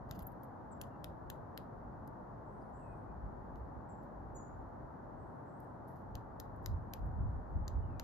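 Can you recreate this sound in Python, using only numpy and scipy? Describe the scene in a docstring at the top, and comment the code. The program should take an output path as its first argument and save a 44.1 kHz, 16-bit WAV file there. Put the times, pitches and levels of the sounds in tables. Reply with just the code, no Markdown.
"""A small bird lands on a wire-mesh feeder in winter woods and pecks at it: runs of tiny clicks ring tube, mesh
and wire. Claws and seeds tick on the wire in the same way, and low thumps are jolts through the feeder's mount
as it lands and settles. Other birds call from the trees: gliding sine tones, most of them with an echo of dying
noise. Gusts of wind buffet a pair of microphone ports (low noise with a moving level). Far traffic drones and
the air hisses: steady noise shaped over frequency."""
import sys
import numpy as np
from scipy import signal
from scipy.fft import rfft, irfft, next_fast_len
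from scipy.io import wavfile
from scipy.ndimage import uniform_filter1d

SR = 44100
rng = np.random.default_rng(int(sys.argv[2]) if len(sys.argv) > 2 else 0)


def store_pcm(level_fs):
    """Save levels as 16-bit WAV."""
    pcm = np.round(np.clip(level_fs, -1, 1) * 32767).astype(np.int16)
    wavfile.write(sys.argv[1], SR, np.atleast_2d(pcm).T)


N = 354519  # length in samples


def amp(db):
    """Turn dB into a gain."""
    return 10 ** (np.asarray(db) / 20)


def rms_one(x):
    """Scale to an rms of 1."""
    return x / np.sqrt(np.mean(x ** 2) + 1e-30)


def at_hz(points, hz):
    """Read a table of (f/Hz, value) on a log-frequency axis."""
    p = np.array(points, float)
    return np.interp(np.log(hz + 1), np.log(p[:, 0] + 1), p[:, 1])


def through(x, response):
    """Filter by a function of frequency."""
    size = next_fast_len(N + 8192)
    spectrum = rfft(x, size) * response(np.fft.rfftfreq(size, 1 / SR))
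    return irfft(spectrum, size)[..., :N]


def low_pass(x, order, hz):
    """Take away what lies above hz."""
    return signal.sosfilt(signal.butter(order, hz, fs=SR, output="sos"), x)


def high_pass(x, order, hz):
    """Take away what lies below hz."""
    return signal.sosfilt(signal.butter(order, hz, "high", fs=SR, output="sos"), x)


def delayed(x, seconds):
    """Play the same sound later."""
    return np.pad(x, (round(seconds * SR), 0))[:N]


def slow_drift(length, size):
    """Random curve of rms 1, made slow by averaging noise twice."""
    noise = rng.standard_normal(length)
    return rms_one(uniform_filter1d(uniform_filter1d(noise, size), size))


def resonance(x, hz, width_hz):
    """Ring at one pitch: a two-pole resonance with gain 1 on top; a narrow one rings longer."""
    r = np.exp(-np.pi * width_hz / SR)
    feedback = [1, -2 * r * np.cos(2 * np.pi * hz / SR), r * r]
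    return signal.lfilter([(1 - r * r) / 2, 0, (r * r - 1) / 2], feedback, x)


# beak on the feeder; each part's level is its energy spread over 10 ms, before echoes and the right port's shading:
# (t/s, tube level/dB, mesh level/dB, thin wire level/dB, contact/ms,
#  then eight values level/dB: how the spot struck favours the modes near SPOT_F)
PECKS = [(0.1104, -51.5, -64, -57.5, 2.24, -9, 4, -3, -2, 5, 0, -2, 5),
         (0.813, -53, -54, -52.5, 3.6, 4, 5, -12, 6, 10, 11, -9, 2),
         (1.0425, -52, -52, -57, 1.66, 8, 5, 15, 7, 0, 12, -5, 2),
         (1.2996, -51, -52.5, -55, 3, 0, 1, 6, -5, 0.5, 7, 7, 13),
         (1.575, -50.5, -52.5, -58, 1.8, 3, -2, 3, -3, -14, 5, 4, 0),
         (3.5561, -75, -82, -88, 3.9, 0, 4, -1, 0, -4, 4, 0, 0),
         (5.602, -90, -87, -70.5, 1.7, 0, 0, 0, 2, 3, 2, -12, -26),
         (6.1526, -56.5, -57, -62, 1.9, 8, 6, 0, -4, -1, -11, 0, 9),
         (6.3984, -59.5, -53.5, -55, 3.9, 4, -2, 3, 0, -2, -3, 7, 6),
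         (6.5617, -105.0, -95.0, -81, 2.5, 0, 0, -3, 2, -3, -5, -9, -18),
         (6.6597, -52, -47.5, -52.5, 1.46, 0, -7, -2, -1, -4, -12, 1, 0),
         (6.9354, -51, -54, -53, 2.42, 13, 7, -10, 8, 7.5, -1.5, 1, -6),
         (7.6787, -56, -52, -64.5, 2.9, -10, -1, 1, -1.5, 3, -10, 9, 15),
         (7.9964, -50.5, -53.5, -58, 1.93, 9, 3, -1, 10, 14, -17, -5, 2)]


def pecks():
    """The beak presses on, with one firm blow among the grains; its hold then damps tube and mesh."""
    return feeder(PECKS, grain_db=4.0, onset=0.72, fall=0.86, clump_db=1, blow_db=21, damping=1.25)


# scratches and soft ticks on the feeder, and two short echoes of pecks (0.836 s, 6.968 s); levels as for the beak:
# (t/s, tube level/dB, mesh level/dB, thin wire level/dB, contact/ms, two highest spots: level/dB, level/dB)
SCRATCHES = [(0.088, -77, -82, -80, 14, 0, -6), (0.119, -69, -71, -80, 12, 2, 4),
             (0.132, -75, -80, -80, 15, 2, 4), (0.146, -67, -72, -70, 26, 1, 8),
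             (0.19, -64.5, -68, -59, 5, -9, -2), (0.2, -68, -73, -74, 19, 0, 0),
             (0.221, -71, -90, -61, 8.7, -9, 0), (0.2675, -85, -102, -50.5, 5.3, 14, 13),
             (0.3195, -82, -95, -76, 3.4, -8, -8), (0.43, -78, -79, -66, 14, -3, -10),
             (0.836, -66, -74, -85, 1.5, -9, -10), (2.074, -78, -76.5, -69, 4.5, -3, -4),
             (3.562, -95, -92, -84, 20, -10, -20), (4.022, -96.0, -86, -84, 27, -10, -20),
             (5.62, -99.0, -93, -82, 25, -10, -20), (5.873, -90, -82, -70.5, 35, -21, -22),
             (5.908, -92, -87, -80, 52, -10, -20), (5.953, -88, -83, -79, 35, -12, -20),
             (6.004, -93.0, -91, -87, 16, -12, -20), (6.624, -99, -92, -82, 14, -10, -20),
             (6.641, -98.0, -81, -91, 5.7, -10, -20), (6.968, -91, -82, -94, 1.8, -12, -22),
             (7.059, -99.0, -99.0, -82, 6, -11, -20)]


def scratches_and_ticks():
    """Claws catch more abruptly than the beak presses, and slip in clumps of about 2 ms."""
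    return feeder(SCRATCHES, grain_db=6.5, onset=0.53, fall=1.0, clump_db=3, blow_db=-1, damping=0.8)


# what each part of the feeder rings with, before the spot struck and the part's level: (f/Hz, width/Hz, level/dB)
TUBE_MODES = [(1356, 410, -9), (1990, 470, -6.5), (2340, 350, -12), (2940, 760, -7.5)]
MESH_MODES = [(3790, 394, 12.5), (4000, 540, 12), (5110, 570, 8.5), (6030, 500, 7.5), (7030, 750, 7),
              (9000, 6200, -8)]
WIRE_MODES = [(10300, 3100, -8.5), (11260, 130, 2), (12660, 960, 3), (13900, 1300, -8.5),
              (15250, 1300, -19)]
# where along the spectrum the spot struck matters: (f/Hz)
SPOT_F = [2420, 2900, 3650, 5100, 6500, 9100, 13900, 15250]
BLOW_AT = .45  # when the blow click lands, as a share of the contact
RATTLE_DB, RATTLE_S = -11, 0.0042  # the wire goes on rattling after the contact
TOP_CUT_HZ = 14300  # clicks of touches with a negative last value are turned down above this
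WIRE_FROM_HZ = 7500  # the thin wire radiates little below this
TOUCH_SAMPLES = 4096


def touch_clicks(u, grain_db, clump_db, blow_db):
    """Uneven tiny clicks, up or down at random, one of them set as the blow."""
    clumps = rms_one(uniform_filter1d(rng.standard_normal(TOUCH_SAMPLES), size=90))
    click_db = grain_db * rng.standard_normal(TOUCH_SAMPLES) + clump_db * clumps
    clicks = rng.choice([-1, 1], TOUCH_SAMPLES) * amp(click_db)
    clicks[np.argmax(u > BLOW_AT)] = amp(blow_db)
    return clicks


def ring(modes, push, favoured):
    """One part rings: every mode takes its share of the touch, with alternating sign."""
    rung = 0
    for k, (hz, width_hz, db) in enumerate(modes):
        mode = resonance(resonance(push, hz, width_hz), hz, 9.4 * width_hz)
        # the run of clicks gets the same energy in this mode as the plain click
        mode[0] *= np.sqrt(np.sum(mode[1] ** 2) / np.sum(mode[0] ** 2))
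        rung = rung + (-1) ** k * amp(db + at_hz(favoured, hz)) * mode
    return rung


def feeder(touches, grain_db, onset, fall, clump_db, blow_db, damping):
    """Each touch is a run of tiny clicks that sets tube, mesh and wire ringing; row 2 has one plain click a touch."""
    out, t = np.zeros((2, N + TOUCH_SAMPLES)), np.arange(TOUCH_SAMPLES) / SR
    below_top = signal.butter(8, TOP_CUT_HZ, fs=SR, output="sos")
    for s, tube_db, mesh_db, wire_db, contact_ms, *spot_db in touches:
        u = t / (contact_ms / 1000 + 1e-4)  # time in contact lengths
        clicks = touch_clicks(u, grain_db, clump_db, blow_db)
        press = 2 * u ** onset * np.exp(-(2.0 * u) ** fall)
        rattle = amp(RATTLE_DB) * np.minimum(u, 1) * np.exp(-t / RATTLE_S)
        drive = np.array([clicks * (press + rattle), t == 0])
        # a negative last value also turns down the clicks above TOP_CUT_HZ
        body = signal.sosfiltfilt(below_top, drive[0])
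        drive[0] = body + amp(min(spot_db[-1], 0)) * (drive[0] - body)
        # a short list of spot values belongs to the highest spots
        spots = zip(SPOT_F[::-1], spot_db[::-1])
        favoured = sorted([(1900, 0), (4300, 0), (11500, 0), *spots])
        damped = drive * np.exp(-damping * np.clip(u - BLOW_AT, 0, 1.5))
        thin = high_pass(drive, 3, WIRE_FROM_HZ)
        at = round(s * SR)
        for modes, db, push in ((TUBE_MODES, tube_db, damped), (MESH_MODES, mesh_db, damped),
                                (WIRE_MODES, wire_db, thin)):
            rung = ring(modes, push, favoured)
            energy = np.sum(rung ** 2, axis=1, keepdims=True) / (.01 * SR)
            out[:, at:at + TOUCH_SAMPLES] += amp(db) * rung / np.sqrt(energy)
    return out[:, :N]


# left minus right from the feeder's side: (f/Hz, level/dB)
FEEDER_BALANCE = [(1000, 0), (1700, 3), (2400, 7), (3100, 15), (3600, 18), (4100, 12), (5100, 4), (5800, 0),
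                  (7600, 3), (9000, 1), (12000, 0)]
# how far left leads right: (f/Hz, phase/rad)
FEEDER_LEAD = [(300, 0), (1400, 1.5), (2600, 2.4), (3400, 2.3), (3800, 5.5), (4800, 6.1), (5900, 4.9),
               (6900, 5.4), (7900, 3.9), (8600, 3.1), (10300, 2), (12400, .8), (13500, .2)]


def from_the_feeder(x):
    """The feeder faces the left port; the right one is shadowed, with its own level and phase."""
    def shadow(hz):
        return amp(-at_hz(FEEDER_BALANCE, hz)) * np.exp(-1j * at_hz(FEEDER_LEAD, hz))
    return np.array([x, through(x, shadow)])


# echoes from nearby hard surfaces, as at the left port before dulling: (delay t/s, level/dB)
REFLECTIONS = [(.0107, -25), (.0218, -43), (0.032, -40), (.0563, -36)]


def reflected(x):
    """A few dull single echoes, nearer the left port."""
    late = sum(amp(db) * delayed(x, s) for s, db in REFLECTIONS)
    return low_pass(late, 4, 7600.0) * amp([[0], [-4.0]])


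# how alike scattered sound is at the two ports, clipped to -1..1; opposite in phase near 9 kHz: (f/Hz, likeness)
SCATTER_LIKENESS = [(1500, 1), (3000, -0.2), (5000, 0.23), (7300, -0.24), (8200, -0.69), (9400, -1.2),
                    (10500, 1), (12500, 0.42)]


def echoes(x, t60, gap_s):
    """Scatter from many surfaces: dying noise of unit energy that swells in over a gap, partly alike at the ports."""
    t = np.arange(SR) / SR
    tail = rng.standard_normal((2, SR)) * amp(-60 * t / t60) * np.clip(t / gap_s, 0, 1) ** 2
    tail = tail / np.sqrt(np.sum(tail ** 2, axis=1, keepdims=True))
    wet = signal.fftconvolve(x[None], tail, axes=1)[:, :N]

    def share(hz):
        return np.sqrt(.5 + np.clip(at_hz(SCATTER_LIKENESS, hz), -1, 1) * [[.5], [-.5]])
    mid, side = through(wet, share)
    return np.array([mid + side, mid - side])


NEAR_ECHO_DB, NEAR_T60_S, NEAR_GAP_S = -17.5, 0.22, 0.0039


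def bird_on_feeder():
    """Pecks, scratches and ticks heard directly, off hard surfaces and as scattered sound."""
    touches, plain = pecks() + scratches_and_ticks()
    plain = low_pass(plain, 8, 14000.0)  # the air dulls the scattered sound
    scattered = amp(NEAR_ECHO_DB) * echoes(plain, NEAR_T60_S, NEAR_GAP_S)
    return from_the_feeder(touches) + reflected(touches) + scattered


# low thumps as the bird lands and settles: (t/s, peak level/dB before the bass cut, f/Hz)
THUMPS = [(.005, -50, 56.3), (0.072, -46, 69.6), (0.113, -38, 95), (.18, -39, 150), (0.196, -40.5, 129),
          (.227, -40.5, 80), (.255, -42, 75), (6.153, -37, 60)]


def thumps():
    """Each is one low jolt through the mount with a dip on both sides, alike at the two ports."""
    s, db, hz = np.transpose(THUMPS)[:, :, None]
    t = np.arange(-2000, 2000) / SR
    bend = (np.pi * hz * t) ** 2
    shapes = amp(db) * (1 - 2 * bend) * np.exp(-bend)
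    out = np.zeros(N + 4000)
    for at, shape in zip((s[:, 0] * SR).astype(int), shapes):
        out[at:at + 4000] += shape
    return out[2000:N + 2000]


LOUD_CALL_DB = -60  # calls softer than this lose their overtone


def call(rows, spread_hz, overtone_db, flutter_db=0):
    """A sine gliding along rows of (t/s, f/Hz, level/dB); a random wobble of pitch makes it buzz."""
    s, hz, db = np.transpose(rows)
    t = np.arange(s[0], s[-1], 1 / SR)
    wobble = rms_one(uniform_filter1d(rng.standard_normal(len(t)), size=60))
    phase = 2 * np.pi * np.cumsum(np.interp(t, s, hz) + spread_hz * wobble) / SR
    edges = np.clip(np.minimum(t - s[0], s[-1] - t) / 0.0026, 0, 1)
    flutter = amp(flutter_db * slow_drift(len(t), 500))
    level_db = np.interp(t, s, db)
    # the overtone weakens faster than the note where the call is soft
    second_db = overtone_db + min(max(db) - LOUD_CALL_DB, 0) * 10 + level_db - max(db)
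    tone = np.sin(phase) + amp(second_db) * np.sin(2 * phase)
    note = np.sqrt(2) * amp(level_db) * edges * flutter * tone
    return np.pad(note, (round(s[0] * SR), N))[:N]


CHIP_START_DB, CHIP_BEND_DB, CHIP_END_DB = -16, -5, -8  # against the chip's level
CHIP_DROP_HZ, CHIP_DROP_S, CHIP_BEND_HZ, CHIP_FLICK_S = 935, 0.0055, 260, .005


def chip(s, hz, db, length, flick_hz):
    """Rows of one chip: it starts high, bends down to its pitch and ends with a falling flick."""
    return [(s, hz + CHIP_DROP_HZ, db + CHIP_START_DB),
            (s + CHIP_DROP_S, hz + CHIP_BEND_HZ, db + CHIP_BEND_DB),
            (s + 2.3 * CHIP_DROP_S, hz + 27.0, db - 1.0),
            (s + length - CHIP_FLICK_S, hz, db),
            (s + length, hz - flick_hz, db + CHIP_END_DB)]


# high chips from the trees, level before placing left and right:
# (t/s, settled f/Hz, level/dB, length/s, last falling flick f/Hz, level sent to the echo/dB)
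CHIPS = [(0.711, 7350, -63.5, 0.028, 20, -16), (3.887, 7370, -68.5, 0.023, 20, -3),
         (4.346, 6970, -59.5, 0.028, 770, 0)]


def high_chips():
    """Short bright sine glides with an overtone: the dry chips, and what they send to the echo."""
    chips = np.array([call(chip(*row[:5]), 60.0, -22) for row in CHIPS])
    return chips.sum(axis=0), amp(np.array(CHIPS)[:, 5]) @ chips


WHISTLE_FADE_S, WHISTLE_EDGE_DB = 0.018, -8.5


def whistle(s, length, first_hz, last_hz, drop_hz, db, swell):
    """Rows of a glide that swells and fades; its early part may drop ahead of the even slope."""
    at = np.array([0, swell, max(length - WHISTLE_FADE_S, swell), length])
    slope_hz = first_hz + (last_hz - first_hz) * at / length
    hz = slope_hz - drop_hz * (at > 0) * (1 - at / length)
    return np.transpose([s + at, hz, db + WHISTLE_EDGE_DB * np.array([2.2, 0.19, 0.046, 0.64])])


# low whistles, most of them falling, level before edges, flutter and placing:
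# (t/s, length/s, first f/Hz, last f/Hz, early drop f/Hz, level/dB, swell/s)
LOW_WHISTLES = [(.89, 0.088, 2900, 2650, 7, -90, .022), (2.776, 0.18, 2940, 2455, 289, -85, 0.063),
                (3.06, 0.07, 2390, 2470, -3, -90, 0.021), (7.812, 0.24, 2950, 2100, -110, -86.5, .025)]


def low_whistles():
    """Far, almost pure sine glides that waver in pitch (35 Hz) and level (3.5 dB)."""
    return sum(call(whistle(*row), 35, -60, 3.5) for row in LOW_WHISTLES)


# two notes of a mostly rising buzzy phrase, one list a note: (t/s into the phrase, centre f/Hz, level/dB against the note)
BUZZ_NOTES = [
    [(0, 7560, -8), (.1, 8260, -5), (.18, 8840, -6), (.23, 9530, -4), (.35, 9870, -22)],
    [(.28, 7300, -1), (.35, 7900, 2.5), (.46, 8260, -2.5), (.53, 8550, -9), (.6, 8450, -16)],
]
# when the phrase is sung, levels before flutter and placing: (t/s, first note level/dB, second note level/dB)
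BUZZ_PHRASES = [(2.45, -88, -87.5), (5.17, -89.5, -91)]


def buzzy_phrases():
    """Far-off gliding sines whose fast random pitch wobble (220 Hz) is heard as a buzz."""
    total = 0
    for s, *levels_db in BUZZ_PHRASES:
        for note, db in zip(BUZZ_NOTES, levels_db):
            total = total + call(np.add(note, (s, 0, db)), 220, -60, 3)
    return total


# a short near call, level before placing: (t/s, f/Hz, level/dB)
NEAR_TICK = [(2.614, 4950, -92), (2.62, 4920, -86.5), (2.638, 4900, -95)]


def near_tick():
    """One faint wobbling sine, dry and stronger on the left."""
    return call(NEAR_TICK, 170, -60, 0) * amp([[2.0], [-2.0]])


WOODS_DB, WOODS_T60_S, WOODS_GAP_S, WOODS_CUT_HZ = 2, 0.42, 0.0047, 9200
WHISTLE_ECHO_DB = -7  # the low whistles come more directly
TRUNK_ECHO_S, TRUNK_ECHO_DB = 0.027, -14  # one near tree throws the chips back
TREES_LAG_S = .00006  # calls reach the right port first


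def birds():
    """All calls from the trees, with the long, dull echo of the woods; one tick is near and dry."""
    chips, sent = high_chips()
    whistles, buzzes = low_whistles(), buzzy_phrases()
    trunk = low_pass(amp(TRUNK_ECHO_DB) * delayed(sent, TRUNK_ECHO_S), 4, WOODS_CUT_HZ)

    def lag(hz):
        return np.exp(-1j * np.pi * hz * TREES_LAG_S * np.array([[1], [-1]]))
    direct = through(chips + trunk + whistles + buzzes, lag) * amp([[1.5], [-1.5]])
    dull = low_pass(sent + amp(WHISTLE_ECHO_DB) * whistles + buzzes, 4, WOODS_CUT_HZ)
    woods = amp(WOODS_DB) * echoes(dull, WOODS_T60_S, WOODS_GAP_S)
    return direct + woods + near_tick()


WIND_LIKENESS, WIND_EVENNESS = 0.56, 0.37  # share alike at both ports; how far swings are evened out


def buffet(hz, width_hz):
    """Eddies at the ports: low noise, partly alike, with its own swings of level partly evened out."""
    both, own = rng.standard_normal(N), rng.standard_normal((2, N))
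    x = np.sqrt(WIND_LIKENESS) * both + np.sqrt(1 - WIND_LIKENESS) * own
    x = resonance(resonance(x, hz, width_hz), hz, width_hz)
    level = np.sqrt(uniform_filter1d(rms_one(x) ** 2, size=1500, axis=1) + 0.019)
    return rms_one(low_pass(x, 2, 500) / level ** WIND_EVENNESS)


# gusts that hit the ports, added to the breeze:
# (t/s of arrival, lasts/s, thud level/dB, flap level/dB, left minus right level/dB)
GUSTS = [(0, 0.0086, -47, -63, -1), (0.217, 0.011, -54, -61, -5), (0.802, 0.023, -67, -56, 2),
         (3.085, 0.094, -62, -57, 5), (3.242, 0.015, -44.5, -50, -2), (3.39, 0.017, -55, -62, 1),
         (3.515, 0.033, -54.5, -63, 2), (3.623, 0.033, -49, -62, 1), (3.765, 0.017, -62, -53, -8),
         (4.83, 0.015, -60, -59, -3), (6.135, 0.029, -53, -50.5, -4), (6.7, 0.062, -41, -44, -1.5),
         (7.039, 0.027, -44, -44, -1), (7.166, 0.0096, -55, -51, 4), (7.206, 0.028, -39, -39, -2),
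         (7.257, 0.019, -46.5, -43.5, 0.5), (7.35, 0.023, -40.5, -51, -2.5), (7.558, 0.011, -35, -41, 0.5),
         (7.624, 0.045, -52, -45.5, -1), (7.745, 0.0093, -47, -49, 0), (7.769, 0.0081, -36.5, -38.5, -2.5),
         (7.85, 0.068, -50, -53, -5), (7.99, 0.019, -48, -56, -3.5)]
GUST_RISE_DB_PER_S, GUST_FALL_DB_PER_S = 353.5, 260
# wind between the gusts, before lumps and sway: (t/s, thud level/dB)
BREEZE = [(0, -57.5), (.4, -65), (1.2, -59), (2.2, -59), (2.9, -60.5), (3.5, -63.5), (4.5, -55),
          (5.5, -66.5), (6.4, -56), (7, -51), (8.04, -58)]
BREEZE_FLAP_DB, BREEZE_LUMPS_DB, BREEZE_SWAY_DB, LUMP_S = -7.5, 3.5, 1.5, 0.078  # flap is against the thud


def wind():
    """A deep thud and a brighter flap: a lumpy breeze, and gusts that rise, last and fall away."""
    t, sides = np.arange(N) / SR, np.array([[.5], [-.5]])
    lumps, flap_lumps, sway = (slow_drift(N, int(LUMP_S * SR)) for _ in range(3))
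    breeze_db = np.interp(t, *np.transpose(BREEZE)) + BREEZE_SWAY_DB * sway * sides
    thud = amp(breeze_db + BREEZE_LUMPS_DB * lumps)
    flap = amp(breeze_db + BREEZE_FLAP_DB + BREEZE_LUMPS_DB * flap_lumps)
    for s, lasts, thud_db, flap_db, left_db in GUSTS:
        near = slice(max(int((s - .3) * SR), 0), int((s + lasts + .4) * SR))
        before = np.maximum(s - t[near], 0)
        after = np.maximum(t[near] - s - lasts, 0)
        loss_db = GUST_RISE_DB_PER_S * before + GUST_FALL_DB_PER_S * after
        thud[:, near] += amp(thud_db - loss_db + left_db * sides)
        flap[:, near] += amp(flap_db - loss_db + left_db * sides)
    return thud * buffet(48.0, 42.0) + flap * buffet(78.5, 60.0)


def steady(shared, shared_db, differing, differing_db):
    """Steady noise: a shared part plus and minus a differing part, each shaped and then set in level."""
    a, b = rng.standard_normal((2, N))
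    mid = amp(shared_db) * rms_one(through(a, lambda hz: amp(at_hz(shared, hz))))
    side = amp(differing_db) * rms_one(through(b, lambda hz: amp(at_hz(differing, hz))))
    return np.array([mid + side, mid - side])


# shape of the traffic drone, shared by both ports, then of the part that differs: (f/Hz, relative level/dB per Hz)
TRAFFIC_SHARED = [(15, -38), (43, -20.5), (96, 0), (129, 0.5), (182, -4), (255, -4), (440, -11),
                  (540, -9.5), (870, -8), (1500, -21.5), (1880, -30), (2150, -40.5), (2500, -50),
                  (3500, -95)]
TRAFFIC_DIFFERING = [(15, -43.5), (60, -13), (150, -5), (300, -8.5), (570, -6.5), (900, -6), (1500, -19.5),
                     (1880, -28.5), (2150, -41), (2500, -51), (3500, -84)]


def traffic():
    """Far traffic: a steady low drone, a little to the left."""
    return steady(TRAFFIC_SHARED, -51.5, TRAFFIC_DIFFERING, -55.5) * amp([[.75], [-.75]])


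# shape of the air hiss, shared by both ports, then of the part that differs: (f/Hz, relative level/dB per Hz)
HISS_SHARED = [(2000, -10.5), (2600, 1.5), (3300, -0.5), (4050, -1.5), (4250, 2.5), (4450, -3),
               (5000, -2.5), (7300, -5.5), (8000, -19.5), (9500, -21), (10300, -9), (12000, -3.5),
               (13100, -5), (13600, -25.5), (16300, -29)]
HISS_DIFFERING = [(2000, -15), (2600, 2), (5000, -2.5), (7000, -4.5), (8500, -0.5), (10500, -2.5),
                  (12400, -10), (13000, -33), (16300, -24)]


def air_hiss():
    """The faint hiss of the air, kept above about 1800 Hz."""
    return high_pass(steady(HISS_SHARED, -91, HISS_DIFFERING, -91), 4, 1800.0)


def scene():
    """Bird on the feeder, its thumps, birds in the trees, wind, traffic and hiss."""
    return bird_on_feeder() + thumps() + birds() + wind() + traffic() + air_hiss()


def record(dry):
    """The deepest bass is rolled off and the top is cut."""
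    dry = high_pass(dry, 2, 30.0)
    return signal.sosfilt(signal.cheby2(14, 70, 16700, fs=SR, output="sos"), dry)


dry = scene()
out = record(dry)
store_pcm(out)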